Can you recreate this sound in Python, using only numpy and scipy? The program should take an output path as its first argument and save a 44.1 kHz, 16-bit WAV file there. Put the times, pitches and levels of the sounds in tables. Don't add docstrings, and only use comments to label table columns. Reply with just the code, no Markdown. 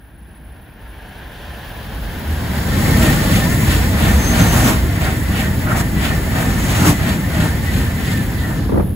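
import sys
import numpy as np
from scipy import signal
from scipy.fft import rfft, irfft, next_fast_len
from scipy.io import wavfile

SR = 44100
rng = np.random.default_rng(int(sys.argv[2]) if len(sys.argv) > 2 else 0)


def file_out(sig):
    cols = np.atleast_2d(sig).T
    lim = np.clip(cols, -1, 1)
    pcm = np.round(lim * 32767).astype(np.int16)
    wavfile.write(sys.argv[1], SR, pcm)


N = 394694
TIME_S = np.arange(N) / SR
FFT_SIZE = next_fast_len(N)
FREQ_HZ = np.maximum(np.arange(FFT_SIZE // 2 + 1) * SR / FFT_SIZE, 1)

NOSE_S, TAIL_S = 2.897, 8.335
# t/s, level/dB
RUSH = [(2.8, 8), (3.05, 8.5), (3.5, 6.5), (3.95, 5), (4.55, 7), (4.92, 0), (5.55, 1.5), (5.92, 0),
        (6.2, 2), (6.7, 1), (7.2, 0.5), (8.4, -0.5)]
# base level/dB, share of rush, rise/(dB/s), hold after tail/s, fall/(dB/s)
DEEP_PASS = (-20, 0.38, 27, 0.6, 84)
RUMBLE_PASS = (-22, 0.71, 19, 0.6, 46)
HISS_PASS = (-37.5, 1.2, 27.5, 0.13, 45.5)
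ROLL_PASS = (-34.5, 1.2569, 19, 0.3, 55)
RING_PASS = (-38, 0.78, 24, 0.0, 68)

DEEP_SPECTRUM = [(25, -29), (40, -11.5), (55, -0.5), (75, 1), (95, -0.5), (130, -7.5), (250, -88)]
RUMBLE_SPECTRUM = [(60, -13.5), (90, -5.5), (115, -1), (180, -0.5), (235, -4), (310, -9.5), (400, -16.5),
                   (600, -24), (1500, -72)]
SKIN_SPECTRUM = [(2000, -55), (4500, -13), (6000, -3.5), (7200, 2), (10500, 1.5), (13000, 0), (16000, 2)]
ROLL_SPECTRUM = [(100, -16), (430, 1), (780, 0.8), (1100, -2.5), (1450, -3.5), (2000, -5.5), (2400, -10.5),
                 (3500, -9.5), (5000, -12), (7000, -21.5), (16000, -48)]
SWISH_SPECTRUM = [(700, -11.5), (1500, -0.5), (2200, -1), (3100, -2.5), (4200, -5.5), (5600, -12.5),
                  (8000, -8.5), (16000, -14)]
BOGIE_ROAR_SPECTRUM = [(100, -16), (250, 3.5), (450, -10), (650, 6), (1000, -2), (1500, 0), (2200, -6.5),
                       (5000, -27.5)]
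TEAR_SPECTRUM = [(50, -16), (120, 1.5), (260, 2.5), (450, -8), (700, -4), (1300, -7.5), (2200, -12.5),
                 (5000, -19.5), (8000, -16), (16000, -21)]
BUFFET_SPECTRUM = [(40, -7), (200, 6.5), (400, 2), (800, -6.5), (1200, -14), (2000, -26), (5000, -55),
                   (16000, -73)]
DISTANT_SPECTRUM = [(120, 6), (200, -1), (350, 2.5), (550, 3), (760, 5), (1020, 1.5), (1220, -5.5),
                    (1450, 1), (1830, 1), (1990, -4), (3000, -6), (4200, -16), (6500, -26), (9500, -44),
                    (16000, -42)]

# t/s, roar/dB, swish/dB, swish half length/s, track note/dB
BOGIES = [(3.069, -25, -22.5, 0.046, -38), (3.361, -46, -26, 0.046, -45), (3.729, -45, -24.5, 0.048, -33),
          (4.052, -23.5, -26, 0.049, -38), (4.42, -22.5, -26, 0.089, -40), (4.72, -25.5, -32, 0.054, -45),
          (5.07, -26.5, -30.5, 0.07, -41), (5.396, -28, -29, 0.051, -39), (5.74, -24, -46, 0.043, -37),
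          (6.063, -26.5, -26, 0.042, -37), (6.398, -26.5, -31, 0.051, -43),
          (6.74, -27.5, -26.5, 0.068, -42.5), (7.081, -26, -28.5, 0.059, -40),
          (7.42, -25.5, -30, 0.055, -42), (7.761, -44, -31.5, 0.067, -41), (8.101, -50, -31.5, 0.073, -39),
          (8.491, -32.5, -50, .04, -51)]
BOGIE_RUMBLE_DB = -2.5
GAP_RUMBLE_DB, GAP_SPAN_S = -2, 0.071
# t/s, f/Hz, width/Hz, peak/dB
GAP_HISSES = [(4.05, 3300, 900, -31), (5.39, 2570, 700, -28.5), (6.06, 3010, 1100, -29),
              (8.41, 3800, 1500, -38)]
GAP_HISS_SPAN_S = 0.025
WALL_LAG_MS, WALL_SPAN_S, WALL_ECHO_DB = 6.5, 0.297, -11
RAGGED_LAG_MS, RAGGED_LAG_SWING_MS, RAGGED_ECHO_DB = 3.6, 0.7, -7

# f/Hz, width/Hz, level/dB
TRACK_MODES = [(1804, 24, -12), (2000, 340, -9)]
RING_WAVER_DB, RING_WAVER_HZ = 4, 13
RING_LAG_S, RING_SPAN_S = 0.037, 0.046
SQUEAL_HZ, SQUEAL_WAVER_HZ, SQUEAL_WAVER_DB = 1814, 11.06, 2.5
SQUEAL_SPREAD_DB = -8
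# t/s, f/Hz, peak/dB
SQUEALS = [(2.897, 2164, -28), (2.955, 1819, -22.5), (3.088, 1830, -20), (3.425, 1808, -23),
           (3.525, 1830, -28), (4.087, 1803, -27), (4.43, 1805, -28), (5.13, 2015, -36), (5.468, 1884, -29),
           (5.764, 1975, -35), (6.12, 1880, -32), (6.583, 1819, -30), (7.68, 1960, -32), (8.104, 2072, -32),
           (8.145, 1800, -30), (8.435, 1808, -31.5), (8.487, 1776, -33)]
SQUEAL_SPAN_S, SQUEAL_SAG = 0.019, 0.008

# t/s, peak/dB, rise/s, fall/s
ROOF_GEAR = [(4.09, -23, 0.019, 0.048), (4.68, -15.5, 0.095, 0.035), (5.73, -29.5, .025, 0.017),
             (5.768, -28, .008, .012), (5.806, -22, 0.017, 0.0082), (6.54, -25, 0.091, 0.084),
             (6.89, -16.5, 0.085, 0.027), (7.47, -27.5, 0.039, 0.022), (8.575, -34, 0.033, 0.02)]
ROOF_RUMBLE_DB, ROOF_PRESSURE_DB = -0.5, -1.5
# t/s, peak/dB, rise/s, fall/s
HOWLS = [(5.69, -27, 0.012, 0.025), (5.718, -19, .003, .004), (6.85, -27, 0.025, 0.019)]
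CAVITY_HZ, CAVITY_WIDTH_HZ = 1400, 330
SIZZLE_HZ, SIZZLE_WIDTH_HZ, SIZZLE_DB = 6600, 1000, -37
# t/s, f/Hz, level before WHISTLE_GAIN_DB/dB
WHISTLE = [(3.95, 6280, -70), (4.03, 6250, -45), (4.17, 6280, -43), (4.29, 6330, -26.5), (4.33, 6320, -31),
           (4.355, 6240, -47), (4.4, 6280, -29), (4.47, 6280, -36), (4.54, 6280, -30), (4.6, 6150, -47),
           (4.65, 6110, -29), (4.668, 5960, -38), (4.682, 5870, -33), (4.71, 5700, -70)]
WHISTLE_GAIN_DB, WHISTLE_SKIRT_DB = 1.5, -7
WHISTLE_JITTER_HZ, WHISTLE_FLUTTER_DB = 22, 3

# t/s, f/Hz, peak/dB
LOW_NOTES = [(3.007, 91, -14), (3.007, 231, -14.5), (3.042, 327.6, -20), (4.156, 204, -16),
             (4.162, 69.1, -10), (4.441, 156, -12), (4.59, 113.3, -12), (6.844, 86, -12.5),
             (6.867, 177.3, -16), (6.891, 296.7, -15.5), (7.442, 160.4, -18)]
LOW_NOTE_SPAN_S, LOW_NOTE_SAG = 0.026, 0.0399
# t/s, peak/dB, rise/s, fall/s
GUSTS = [(8.694, -17.5, .0006, 0.0053), (8.721, -17, 0.00092, 0.012), (8.744, -18, .002, 0.0069),
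         (8.758, -17, .0015, 0.0063), (8.778, -15.5, 0.0044, 0.0078), (8.798, -13, 0.0017, 0.0032),
         (8.806, -16, .0015, 0.0052), (8.825, -25, .004, 0.0095), (8.87, -34, 0.022, 0.045)]

# t/s, far roar/dB, far wheel hiss/dB, rail singing/dB, boom/dB
AHEAD = [(0, -51.5, -72, -63.5, -42), (.65, -47, -67, -59.5, -41), (1.0, -41, -55, -57, -38.5),
         (1.5, -36, -47, -51, -37), (2.0, -35.5, -45.5, -45.5, -29), (2.55, -32.5, -47, -43, -26),
         (3.2, -40, -50.5, -41.5, -22.5), (8.3, -37.5, -51, -46, -31.5), (8.95, -46.5, -61, -42.5, -33)]
FAR_RUMBLE_DB = 4
FAR_RUMBLE_TOP_DB = -47.5
FAR_LAG_MS, FAR_LAG_MS_PER_S, FAR_ECHO_DB = 6.2, 0.481, -13
FAR_RING_HZ, FAR_RING_WIDTH_HZ, FAR_RING_DB = 1640, 290, -9
FAR_HISS_HZ, FAR_HISS_WIDTH_HZ = 3200, 750
BOOM_HZ, BOOM_WIDTH_HZ = 37, 12
# t/s, f/Hz, level/dB
DRONE = [(.3, 58.4, -44), (.52, 58.6, -33), (.64, 58.35, -59), (.77, 57, -41), (1.1, 58.3, -43),
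         (1.55, 56.96, -30), (1.75, 59.9, -42), (1.95, 62, -26), (2.25, 74, -24.5), (2.5, 78, -24),
         (2.9, 80, -60)]
DRONE_WAVER_HZ, DRONE_WAVER_DB = 4, 3.2
# f/Hz, width/Hz, level/dB
RAIL_MODES = [(10300, 420, -2), (12430, 880, -0.5), (14260, 660, 1.5), (15300, 900, -4)]
RAIL_TOP_HZ, RAIL_TOP_FALL_DB_PER_S = 13000, 23
THIN_WHINE_HZ, THIN_WHINE_WIDTH_HZ, THIN_WHINE_DB = 10220, 37, -61

# f/Hz, correlation
LIKENESS = [(160, 0.97), (300, 0.94), (600, 0.56), (1200, 0.26), (1800, 0.33), (3200, 0.12), (4300, 0.5),
            (5300, -0.66), (6200, -0.34), (7000, -1.6)]
# f/Hz, correlation
FAR_LIKENESS = [(270, .96), (450, .82), (1150, 0.75), (1600, 1), (2900, .3), (4700, 1), (9000, 0)]
# f/Hz, level/dB
BALANCE = [(50, -1.5), (160, 1.5), (350, 1), (600, -2), (1200, -1), (2200, 1.5), (4300, 2), (7000, -1)]
BASS_LAG_MS, TREBLE_LAG_MS = 0.052, 0.2204
CUTOFF_HZ = 15730


def body_air(pair, bogie_roar, roof_bursts):
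    pressure = together(passage(*DEEP_PASS), from_db(ROOF_PRESSURE_DB) * roof_bursts)
    deep = pressure * turbulence(DEEP_SPECTRUM, pair, eddy_db=0.5, eddy_hz=5.3)

    gaps = swells([(t_s, GAP_RUMBLE_DB, GAP_SPAN_S, GAP_SPAN_S) for t_s, *_ in BOGIES])
    body_churn = passage(*RUMBLE_PASS) * together(0.96, gaps)
    far_roar_db = in_time(AHEAD)[0]
    far_churn = from_db(FAR_RUMBLE_DB + np.minimum(far_roar_db, FAR_RUMBLE_TOP_DB))
    bogie_churn = from_db(BOGIE_RUMBLE_DB) * bogie_roar
    roof_churn = from_db(ROOF_RUMBLE_DB) * roof_bursts
    churn = together(body_churn, far_churn, bogie_churn, roof_churn)
    rumble = churn * turbulence(RUMBLE_SPECTRUM, pair, eddy_db=1.5, eddy_hz=16.4)

    hiss = passage(*HISS_PASS) * turbulence(SKIN_SPECTRUM, pair, eddy_db=1.0, eddy_hz=16)
    return deep + rumble + hiss


def wheels(pair, bogie_roar, bogie_swish):
    rolling = passage(*ROLL_PASS) * turbulence(ROLL_SPECTRUM, pair, eddy_db=1.03, eddy_hz=11.0)
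    swish = bogie_swish * turbulence(SWISH_SPECTRUM, pair, eddy_db=1.65, eddy_hz=34)
    roar = bogie_roar * turbulence(BOGIE_ROAR_SPECTRUM, pair, eddy_db=1.6, eddy_hz=25)
    ragged_lag_ms = RAGGED_LAG_MS + RAGGED_LAG_SWING_MS * drift(2.51)
    ragged = with_echo(rolling + swish, ragged_lag_ms, RAGGED_ECHO_DB)
    nearest_s = np.min([np.abs(TIME_S - t_s) for t_s, *_ in BOGIES], axis=0)
    wall_lag_ms = WALL_LAG_MS / np.hypot(1, nearest_s / WALL_SPAN_S)
    echoed = with_echo(ragged + roar, wall_lag_ms, WALL_ECHO_DB)
    whine = from_db(-35) * doppler_whine(f_hz=1875, shift=0.11, span_s=0.15, width_hz=30)
    return echoed + track_ringing(pair) + whine


def track_ringing(pair):
    modes = together(*(resonance(*mode) for mode in TRACK_MODES))
    waver = from_db(RING_WAVER_DB * np.tanh(drift(RING_WAVER_HZ)))
    return passage(*RING_PASS) * waver * noise(modes, pair)


def doppler_whine(f_hz, shift, span_s, width_hz):
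    out = np.zeros((2, N))
    for t_s, *_ in BOGIES:
        heard = np.abs(TIME_S - t_s) < 2 * span_s
        offset = (TIME_S[heard] - t_s) / span_s
        pitch_hz = f_hz * (1 - shift * offset / np.hypot(1, offset))
        fade = np.cos(offset * np.pi / 4) ** 2
        out[:, heard] += fade * narrow_band(pitch_hz, width_hz)
    return out


def squeal():
    level = swells([(t_s + RING_LAG_S, db, RING_SPAN_S, RING_SPAN_S) for t_s, *_, db in BOGIES])
    tone = wavering_tone(SQUEAL_HZ, SQUEAL_WAVER_HZ, SQUEAL_WAVER_DB, rate_hz=20)
    skirt = from_db(SQUEAL_SPREAD_DB) * narrow_band(np.full(N, SQUEAL_HZ), width_hz=63)
    return level * (tone + skirt) + passing_notes(SQUEALS, SQUEAL_SPAN_S, SQUEAL_SAG)


def gap_hisses():
    out = np.zeros((2, N))
    for t_s, f_hz, width_hz, peak_db in GAP_HISSES:
        heard = np.abs(TIME_S - t_s) < 0.2
        pitch_hz = f_hz * (1 - 0.13 * np.tanh((TIME_S[heard] - t_s) / GAP_HISS_SPAN_S / 2))
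        level = fly_by(t_s, peak_db, GAP_HISS_SPAN_S, GAP_HISS_SPAN_S)[heard]
        out[:, heard] += level * narrow_band(pitch_hz, width_hz)
    return out


def roof(pair, roof_bursts):
    tearing = roof_bursts * turbulence(TEAR_SPECTRUM, pair, eddy_db=2.0, eddy_hz=18)
    howl = swells(HOWLS) * noise(resonance(CAVITY_HZ, CAVITY_WIDTH_HZ, 0) ** 2, pair)
    sizzle_level = fly_by(6.66, SIZZLE_DB, rise_s=0.048, fall_s=0.2)
    sizzle = sizzle_level * noise(resonance(SIZZLE_HZ, SIZZLE_WIDTH_HZ, 0), pair)
    return tearing + howl + sizzle


def whistle():
    pitch_hz, level_db = in_time(WHISTLE)
    tone = wavering_tone(pitch_hz, WHISTLE_JITTER_HZ, WHISTLE_FLUTTER_DB, rate_hz=96)
    skirt = from_db(WHISTLE_SKIRT_DB) * narrow_band(pitch_hz, width_hz=300)
    sounding = (TIME_S > WHISTLE[0][0]) & (TIME_S < WHISTLE[-1][0])
    return sounding * from_db(WHISTLE_GAIN_DB + level_db) * (tone + skirt)


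def low_notes():
    return passing_notes(LOW_NOTES, LOW_NOTE_SPAN_S, LOW_NOTE_SAG)


def wake():
    ports = np.eye(2)[:, :, None]
    return swells(GUSTS) * turbulence(BUFFET_SPECTRUM, ports, eddy_db=1.0, eddy_hz=110)


def approach(pair):
    roar_db, hiss_db, _, boom_db = in_time(AHEAD)
    far_air = turbulence(DISTANT_SPECTRUM, pair, eddy_db=1.03, eddy_hz=24)
    far_ring = from_db(FAR_RING_DB) * noise(resonance(FAR_RING_HZ, FAR_RING_WIDTH_HZ, 0) ** 2, pair)
    lag_ms = FAR_LAG_MS + FAR_LAG_MS_PER_S * TIME_S
    roar = from_db(roar_db) * with_echo(far_air + far_ring, lag_ms, FAR_ECHO_DB)
    hiss_colour = resonance(FAR_HISS_HZ, FAR_HISS_WIDTH_HZ, 0)
    hiss = from_db(hiss_db + drift(8.8)) * noise(hiss_colour, pair)
    boom_colour = resonance(BOOM_HZ, BOOM_WIDTH_HZ, 0) * from_db(over_hz(DEEP_SPECTRUM))
    boom = from_db(boom_db + drift(11.0)) * noise(boom_colour, pair)
    return roar + hiss + boom


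def drone():
    pitch_hz, level_db = in_time(DRONE)
    return from_db(level_db) * wavering_tone(pitch_hz, DRONE_WAVER_HZ, DRONE_WAVER_DB, rate_hz=7.1)


def rail_singing(pair):
    modes = sum(from_db(db) * np.sqrt(width_hz) * resonance(f_hz, width_hz, 0) ** 2
                for f_hz, width_hz, db in RAIL_MODES)
    singing = noise(modes, pair)
    top = irfft(rfft(singing, FFT_SIZE) * (FREQ_HZ > RAIL_TOP_HZ), FFT_SIZE)[:, :N]
    singing = singing - top * (1 - plateau(0, TAIL_S, 0, RAIL_TOP_FALL_DB_PER_S))
    whine_colour = resonance(THIN_WHINE_HZ, THIN_WHINE_WIDTH_HZ, 0) ** 2
    whine = from_db(THIN_WHINE_DB) * noise(whine_colour, pair)
    return from_db(in_time(AHEAD)[2] + drift(12.0)) * singing + whine


def bogie_swells():
    roar = swells([(t_s, db, 0.057, 0.05) for t_s, db, *_ in BOGIES])
    swish = swells([(t_s, db, span_s, span_s) for t_s, _, db, span_s, _ in BOGIES])
    return roar, swish


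def passage(level_db, share, rise_db_per_s, hold_s, fall_db_per_s):
    rush_db = in_time(RUSH)[0]
    return from_db(level_db + share * rush_db) * plateau(NOSE_S, TAIL_S + hold_s, rise_db_per_s, fall_db_per_s)


def plateau(start_s, end_s, rise_db_per_s, fall_db_per_s):
    before_s = np.maximum(start_s - TIME_S, 0)
    after_s = np.maximum(TIME_S - end_s, 0)
    return from_db(-rise_db_per_s * before_s - fall_db_per_s * after_s)


def fly_by(t_s, peak_db, rise_s, fall_s):
    offset = (TIME_S - t_s) / np.where(TIME_S < t_s, rise_s, fall_s)
    return from_db(peak_db) / (1 + offset * offset / 4.7) ** 2


def swells(rows):
    return together(*(fly_by(*row) for row in rows))


def together(*gains):
    return np.sqrt(sum(gain ** 2 for gain in gains))


def turbulence(spectrum, pair, eddy_db, eddy_hz):
    return noise(from_db(over_hz(spectrum)), pair) * from_db(eddy_db * drift(eddy_hz))


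def noise(gain, pair):
    spectrum = gain * sum(path * rfft(rng.standard_normal(FFT_SIZE)) for path in pair)
    out = irfft(spectrum, FFT_SIZE)[:, :N]
    return out / out.mean(axis=0).std()


def narrow_band(pitch_hz, width_hz):
    phase = 2 * np.pi * np.cumsum(pitch_hz) / SR
    smooth = signal.butter(2, width_hz / 2, fs=SR, output="sos")
    white = rng.standard_normal((2, 2, len(phase)))
    a, b = signal.sosfilt(smooth, white) * np.sqrt(SR / width_hz)
    return a * np.cos(phase) + b * np.sin(phase)


def wavering_tone(pitch_hz, waver_hz, waver_db, rate_hz):
    turns = np.cumsum(pitch_hz + waver_hz * drift(rate_hz)) / SR
    return np.sin(2 * np.pi * turns) * from_db(waver_db * drift(rate_hz))


def passing_notes(rows, span_s, sag):
    out = np.zeros(N)
    phases = rng.uniform(0, 2 * np.pi, len(rows))
    for (t_s, f_hz, peak_db), phase in zip(rows, phases):
        heard = np.abs(TIME_S - t_s) < 10 * span_s
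        offset = (TIME_S[heard] - t_s) / span_s
        turns = np.cumsum(f_hz * (1 - sag * np.tanh(offset))) / SR
        out[heard] += from_db(peak_db) / np.cosh(offset) * np.sin(2 * np.pi * turns + phase)
    return out


def with_echo(x, lag_ms, echo_db):
    echo = np.array([np.interp(TIME_S - lag_ms / 1000, TIME_S, side) for side in x])
    return (x + from_db(echo_db) * echo) / together(1, from_db(echo_db))


def resonance(f_hz, width_hz, level_db):
    detuning = (FREQ_HZ ** 2 - f_hz ** 2) / (FREQ_HZ * width_hz)
    return from_db(level_db) / np.sqrt(width_hz) / np.hypot(1, detuning)


def drift(rate_hz):
    pole = np.exp(-80 * np.pi * rate_hz / SR)
    white = rng.standard_normal(N // 40 + 2002)
    slow = signal.lfilter([1], [1, -2 * pole, pole * pole], white)[2000:]
    return np.interp(np.arange(N) / 40, np.arange(len(slow)), slow / slow.std())


def microphone_pair():
    alike = np.clip(over_hz(LIKENESS), -0.999, 1)
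    sides = np.array([[1], [-1]])
    lag_ms = np.where(FREQ_HZ > 4500, TREBLE_LAG_MS, BASS_LAG_MS)
    delay = np.exp(-1j * np.pi * FREQ_HZ * sides * lag_ms / 1000)
    reach = from_db(sides * over_hz(BALANCE) / 2) * delay
    return reach * np.sqrt(1 + alike), reach * sides * np.sqrt(1 - alike)


def pair_ahead():
    alike = np.clip(over_hz(FAR_LIKENESS), -1, 1)
    return np.ones((2, 1)) * np.sqrt(1 + alike), np.array([[1], [-1]]) * np.sqrt(1 - alike)


def in_time(rows):
    t_s, *columns = np.transpose(rows)
    return [np.interp(TIME_S, t_s, column) for column in columns]


def over_hz(points):
    f_hz, value = np.transpose(points)
    return np.interp(np.log(FREQ_HZ), np.log(f_hz), value)


def from_db(db):
    return 10 ** (np.asarray(db) / 20)


def scene():
    pair = microphone_pair()
    bogie_roar, bogie_swish = bogie_swells()
    roof_bursts = swells(ROOF_GEAR)
    train = body_air(pair, bogie_roar, roof_bursts) + wheels(pair, bogie_roar, bogie_swish)
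    train = train + squeal() + gap_hisses() + roof(pair, roof_bursts) + whistle()
    ahead = approach(pair_ahead()) + drone() + rail_singing(pair)
    return train + low_notes() + wake() + ahead


def record(dry):
    heard = signal.sosfilt(signal.butter(2, 28, "high", fs=SR, output="sos"), dry)
    rounded = heard / (1 + heard ** 6) ** (1 / 6)
    top_cut = 1 / np.hypot(1, (FREQ_HZ / CUTOFF_HZ) ** 400)
    return irfft(rfft(rounded, FFT_SIZE) * top_cut, FFT_SIZE)[:, :N]


dry = scene()
out = record(dry)
file_out(out)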